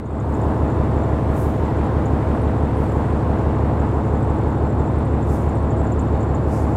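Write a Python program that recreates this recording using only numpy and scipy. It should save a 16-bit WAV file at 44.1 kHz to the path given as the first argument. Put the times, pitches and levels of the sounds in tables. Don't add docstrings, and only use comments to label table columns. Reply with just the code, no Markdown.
import sys
import numpy as np
from scipy import signal
from scipy.fft import rfft, irfft
from scipy.io import wavfile
from scipy.ndimage import uniform_filter1d, map_coordinates

SR = 44100
rng = np.random.default_rng(int(sys.argv[2]) if len(sys.argv) > 2 else 0)


def level_to_linear(level):
    exponent = np.asarray(level, float) / 20
    return 10 ** exponent


def inscribe(sig):
    pcm = np.round(np.clip(np.atleast_2d(sig).T, -1, 1) * 32767)
    wavfile.write(sys.argv[1], SR, pcm.astype(np.int16))


N = 298116
T = np.arange(N) / SR

# pitch in Hz, level in dB per Hz.
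RUMBLE_SPECTRUM = [(20, -92), (33, -63), (55, -60), (72, -53), (135, -51), (170, -58), (230, -56),
                   (450, -58)]
# pitch in Hz, level in dB per Hz.
WASH_SPECTRUM = [(450, -58), (900, -59.5), (1080, -63.5), (1150, -64.5), (2000, -77), (3000, -88.5),
                 (4500, -99), (7000, -116)]
# pitch in Hz, level in dB per Hz.
HISS_SPECTRUM = [(2500, -90), (4000, -99), (5500, -100), (8000, -104), (10000, -107), (13000, -111),
                 (16000, -114)]
# pitch in Hz, width in Hz, level in dB rms.
PANEL_MODES = [(330, 24, -43), (392, 14, -46), (1054, 14, -52)]
# pitch in Hz, level in dB rms.
WHINE_TONES = [(261, -43), (1936, -66.5), (3616, -75.5), (3688, -75.5)]
# start in seconds, length in seconds, level in dB rms.
HUM_SWELLS = [
    (.1, 1.5, -37),
    (2.25, .3, -37),
    (3.3, .4, -39),
    (5.3, 1.5, -38.5),
]
HUM_MULTIPLE = 107
HUM_REST_DB, HUM_SLOPE_DB_PER_S = -45, 50

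# peak time in seconds, level in dB, release in dB per second,
# fullness in dB moved from top to bottom.
AIR_PUFFS = [
    (.316, -70, 40, -4),
    (1.372, -54.5, 90, -5),
    (2.81, -67, 55, -5),
    (5.3, -57.5, 75, 2),
    (6.52, -58, 72, 6),
]
# pitch in Hz, level in dB per Hz before scaling.
AIR_SPECTRUM = [(3500, -16), (5000, -4), (7500, 0), (9500, -2.5), (12000, -4), (14000, -7), (16000, -10)]
OPEN_DB_PER_S, HOLD_S = 280, .045

# time in seconds, throb in dB.
SHAKE_STRENGTH = [(0, 1.5), (.8, .8), (3.7, .8), (4.2, 3), (6.4, 3), (6.76, 1.5)]
SHAKE_HZ, SHAKE_START_S = 14.02, .0558
# pitch in Hz, width in Hz, level in dB rms, place in the shake from 0 to 1.
BUZZ_MODES = [(7340, 790, -67, .3), (8470, 530, -68, 0.9), (9240, 370, -82, .85), (4300, 450, -71, .3),
              (3560, 500, -66.5, 0.2)]
# time in seconds, peak in dB, pitch in Hz.
BODY_TICKS = [(.0558, -44, 7100), (.1989, -45, 7060), (.3411, -44, 7140), (.414, -45, 7200),
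              (.6995, -47, 7120), (.9862, -52, 7140), (1.3648, -45, 7420), (2.055, -40, 7060),
              (2.8923, -50, 7470), (2.9183, -47, 7340), (3.7978, -47, 7300), (4.2273, -47, 7700),
              (4.2975, -51, 7600), (4.701, -49, 7500), (4.7965, -47, 7400), (4.8698, -46, 7400),
              (5.226, -43, 7330), (5.2984, -46, 7510), (5.4186, -47, 7040), (5.4899, -47, 7200),
              (5.7049, -42, 7150), (5.7758, -50, 7690), (5.7982, -46, 7700), (5.8476, -50, 7360),
              (5.8691, -44, 7100), (5.9199, -38.5, 7200), (5.9918, -39, 7200), (6.2053, -42.5, 7150),
              (6.2282, -41, 7340), (6.348, -40, 7150)]
# time in seconds, peak in dB, pitch in Hz.
CAP_TICKS = [(1.3683, -48, 8530), (1.4182, -46, 9500), (1.8432, -50, 9430), (2.4164, -47, 9370),
             (2.7696, -47, 9500), (4.368, -52, 8470), (4.985, -50, 8900), (5.0519, -51, 8500),
             (5.4894, -51, 8590), (5.5515, -48, 8230), (5.7698, -51, 8410), (5.8371, -50, 8570),
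             (6.0132, -47, 8300), (6.5221, -50, 9290), (6.536, -55, 8440)]
# pitch in Hz, peak in dB, share of thirds per dB of throb.
FAINT_TICKS = [(7320, -54.5, 0.2), (8480, -59, .04), (9300, -59, .02)]

# time in seconds, cycles per second.
ENGINE_SPEED = [(0, 5.996), (1.1, 5.996), (2.3, 5.992), (3.8, 5.990), (5.3, 5.992), (6.5, 5.996)]
# place in the cycle from 0 to 1, strength in dB.
FIRINGS = [(0.0189, 1.9), (0.0396, -0.2), (0.1038, -4.5), (0.3286, 5.4), (0.3862, 0.0), (0.4347, -1.4),
           (0.5439, -6.7), (0.6074, 0.5), (0.6727, -5.0), (0.8166, 3.4), (0.8331, 3.0), (0.9212, -3.9)]
# place in the cycle
# from 0 to 1, strength in dB.
HULL_FIRINGS = [(0.0274, 3.1), (0.1457, 0.3), (0.2554, -0.9), (0.3033, -0.3), (0.3468, 4.1), (0.48, 2.6),
                (0.6111, -1.6), (0.659, 0.5), (0.8166, -3.2), (0.8686, -0.9), (0.915, 0.3), (0.9776, -1.1)]
PULSE_LAG = .77
# multiple of the
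# cycle, level in dB rms.
STRONG_NOTES = [(10, -40), (12, -24), (13, -29), (15, -35), (16, -39), (17, -33), (18, -27), (19, -37),
                (21, -37), (22, -38), (23, -30), (24, -38), (25, -37), (30, -36.5), (32, -40), (33, -38),
                (34, -39), (35, -40), (37, -38), (38, -36.5), (40, -38), (43, -37), (44, -43), (45, -38),
                (47, -41), (48, -37), (52, -34),
                (53, -43), (54, -43), (56, -38), (59, -44), (60, -44), (65, -39), (67, -45), (70, -45),
                 (71, -44), (72, -40), (73, -38), (84, -39), (121, -48), (141, -48)]
# pitch in Hz, level of one multiple in dB rms.
FAINT_NOTES = [(29, -55), (35, -42), (150, -43), (162, -49), (186, -45), (235, -44), (250, -48), (309, -48)]
# pitch in Hz, level of one multiple in dB rms.
CLATTER_SPECTRUM = [(310, -46), (450, -49), (620, -52), (800, -55), (1050, -56.5), (1150, -63), (1400, -73),
                    (1800, -81)]
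# multiple of the cycle, change in dB.
TURNED_NOTES = [(32, -7), (37, -11), (38, -9), (40, 3), (45, -10), (47, -8), (52, -4), (56, -3), (59, 6),
                (65, -6), (72, -5), (73, 1.5)]
TURN_S = 3.9

# time in seconds, facing from 0 (away) to 1 (towards).
PHONE_FACING = [(0, 0.18), (.55, 0.57), (1.4, 1), (3.45, 0.65), (4.8, 0), (6.76, 0.18)]
FACING_BASS_DB, FACING_MIDDLE_DB, FACING_TREBLE_DB = -0.46, 0.76, 4
FADE_DB, FADE_S, CLICK_DB, CLICK_S = -10.5, 0.42, 18, 0.0051


def shape(points, hz):
    at, db = np.transpose(points)
    return level_to_linear(np.interp(np.log(hz + 1e-9), np.log(at), db, left=-200, right=-200))


def noise(points):
    white = rfft(rng.standard_normal(N)) * np.sqrt(SR / 2)
    return irfft(white * shape(points, np.fft.rfftfreq(N, 1 / SR)), N)


def ring(x, hz, width, count=1):
    for _ in range(count):
        x = signal.lfilter(*signal.iirpeak(hz, hz / width, fs=SR), x)
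    return x / np.std(x)


def walk(rate):
    k = int(SR / rate)
    steps = np.repeat(rng.standard_normal(N // k + 1), k)
    return 1.3 * uniform_filter1d(uniform_filter1d(steps, k), k)[:N]


def split(x, low_hz, high_hz):
    bass = signal.sosfiltfilt(signal.butter(2, low_hz, fs=SR, output="sos"), x)
    treble = signal.sosfiltfilt(signal.butter(2, high_hz, "high", fs=SR, output="sos"), x)
    return bass, x - bass - treble, treble


def roar(turns):
    bass, middle, treble = split(noise(RUMBLE_SPECTRUM) + noise(WASH_SPECTRUM), 400, 1500)
    beat = 1 + .12 * np.cos(2 * np.pi * 8 * turns) + .08 * np.cos(2 * np.pi * turns)
    upper = middle * level_to_linear(.6 * walk(7)) + treble * level_to_linear(.6 * walk(9))
    return bass * level_to_linear(.8 * walk(5)) + beat * upper


def panels():
    out = 0
    for hz, width, db in PANEL_MODES:
        out = out + level_to_linear(db + 2.0 * walk(2)) * ring(rng.standard_normal(N), hz, width)
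    return out


def hum(turns):
    db = HUM_REST_DB
    for start, length, top_db in HUM_SWELLS:
        away_s = np.maximum(0, np.maximum(start - T, T - start - length))
        db = np.maximum(db, top_db - HUM_SLOPE_DB_PER_S * away_s)
    return level_to_linear(db + 3 + 1.5 * walk(9)) * np.sin(2 * np.pi * HUM_MULTIPLE * turns + 1.3 * walk(9))


def whines():
    out = 0
    for hz, db in WHINE_TONES:
        waver = min(hz / 1300, 1.5) * walk(8)
        out = out + level_to_linear(db + 3 + 1.5 * walk(3)) * np.sin(2 * np.pi * hz * T + waver)
    return out


def hiss():
    return noise(HISS_SPECTRUM) * level_to_linear(0.43 * walk(6.6))


def valve():
    low, middle, high = split(noise(AIR_SPECTRUM) * level_to_linear(-33 + 1.2 * walk(40)), 7000, 11000)
    out = 0
    for s, db, release_db, full_db in AIR_PUFFS:
        opening_db = OPEN_DB_PER_S * np.maximum(s - T, 0)
        closing_db = release_db * np.maximum(T - s - HOLD_S, 0)
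        air = level_to_linear(full_db) * low + level_to_linear(.3 * full_db) * middle + level_to_linear(-.6 * full_db) * high
        out = out + level_to_linear(db - opening_db - closing_db) * air
    return out


def buzz():
    shake_db = np.interp(T, *np.transpose(SHAKE_STRENGTH))
    out = 0
    for hz, width, db, place in BUZZ_MODES:
        beat = 2 * np.pi * (SHAKE_HZ * T - place)
        knocks = rng.standard_normal(N) * level_to_linear(2.0 * rng.exponential(size=N))
        throb_db = shake_db * (np.cos(beat) + .7 * np.cos(3 * beat))
        level_db = db + 1.1 * walk(5) + (hz > 8000) * .8 * (1.5 - shake_db)
        out = out + level_to_linear(level_db) * ring(knocks * level_to_linear(throb_db), hz, width, count=2)
    return out


def chatter():
    thirds = np.arange(SHAKE_START_S, T[-1], 1 / 3 / SHAKE_HZ)
    shake_db = np.interp(thirds, *np.transpose(SHAKE_STRENGTH))
    rows = []
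    for hz, db, share in FAINT_TICKS:
        hit = rng.random(len(thirds)) < share * (1 + shake_db)
        jitter, size, tune = rng.standard_normal((3, len(thirds)))
        ticks = np.transpose([thirds + .002 * jitter, db + 2.5 * size, hz * (1 + .02 * tune)])
        rows += ticks[hit].tolist()
    return rows


def fitting():
    out = buzz()
    t = np.arange(2600) / SR
    swell = (1 - np.exp(-t / .0007)) * np.exp(-t / .008)
    for s, db, hz in BODY_TICKS + CAP_TICKS + chatter():
        body, edge = rng.standard_normal((2, len(t)))
        overtone = level_to_linear(-26) * ring(edge, min(2.01 * hz, 15000), 1200, count=2)
        tick = swell * (ring(body, hz, 540, count=2) + overtone)
        at = int(s * SR)
        out[at:at + len(t)] += (level_to_linear(db - 0.8) * tick / np.abs(tick).max())[:N - at]
    return out


def timing(pattern, multiple):
    place, strength_db = np.transpose(pattern)
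    return np.angle(np.exp(-2j * np.pi * multiple * place) @ level_to_linear(strength_db)) - PULSE_LAG


def cycle_notes(k):
    cycle_hz = ENGINE_SPEED[0][1]
    uneven = level_to_linear(3 * rng.standard_normal(len(k)).clip(-2, 1.5))
    scatter = uneven * np.exp(2j * np.pi * rng.random(len(k)))
    notes = shape(CLATTER_SPECTRUM, k * cycle_hz) * scatter
    faint = [(m, 20 * np.log10(shape(FAINT_NOTES, m * cycle_hz))) for m in np.arange(5, 52)]
    for multiple, db in faint + STRONG_NOTES:
        pattern = FIRINGS if multiple < 30 else HULL_FIRINGS
        notes[multiple] = level_to_linear(db) * np.exp(1j * timing(pattern, multiple))
    return notes


def engine(turns, size=8192, count=7):
    k = np.arange(size // 2 + 1)
    real, imaginary = rng.standard_normal((2, count, len(k)))
    chance = (real + 1j * imaginary) / np.sqrt(2)
    notes = np.tile(cycle_notes(k), (count, 1))
    after_turn = np.linspace(0, T[-1], count) > TURN_S
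    for multiple, db in TURNED_NOTES:
        notes[after_turn, multiple] *= level_to_linear(db)
    drift = np.clip(k / 280, 0, .6)
    changing = notes * (np.sqrt(1 - drift ** 2) + 1.2 * drift * chance)
    cycles = irfft(changing, size) * size / np.sqrt(2)
    where = [T / T[-1] * (count - 1), turns % 1 * size]
    return map_coordinates(cycles, where, order=1, mode="grid-wrap")


def swung_phone(x):
    facing = np.interp(T, *np.transpose(PHONE_FACING)) - .5
    opening = level_to_linear(FADE_DB * (1 - np.clip(T / FADE_S, 0, 1) ** 0.78))
    bass, middle, treble = split(x, 550, 1700)
    treble_db = FACING_TREBLE_DB * facing + CLICK_DB * np.exp(-T / CLICK_S)
    near = level_to_linear(FACING_BASS_DB * facing) * bass + level_to_linear(FACING_MIDDLE_DB * facing) * middle
    return opening * (near + level_to_linear(treble_db) * treble)


def scene():
    turns = np.cumsum(np.interp(T, *np.transpose(ENGINE_SPEED))) / SR
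    rumble = roar(turns) + panels() + hum(turns) + whines() + hiss()
    ship = swung_phone(engine(turns) + rumble)
    fitting_fade = np.interp(T, [0, .42], [.4, 1])
    return (ship + fitting_fade * fitting() + valve())[None]


def roll_off(x):
    return signal.sosfilt(signal.butter(12, 15720, fs=SR, output="sos"), x)


def record(dry):
    return roll_off(dry)


dry = scene()
out = record(dry)
inscribe(out)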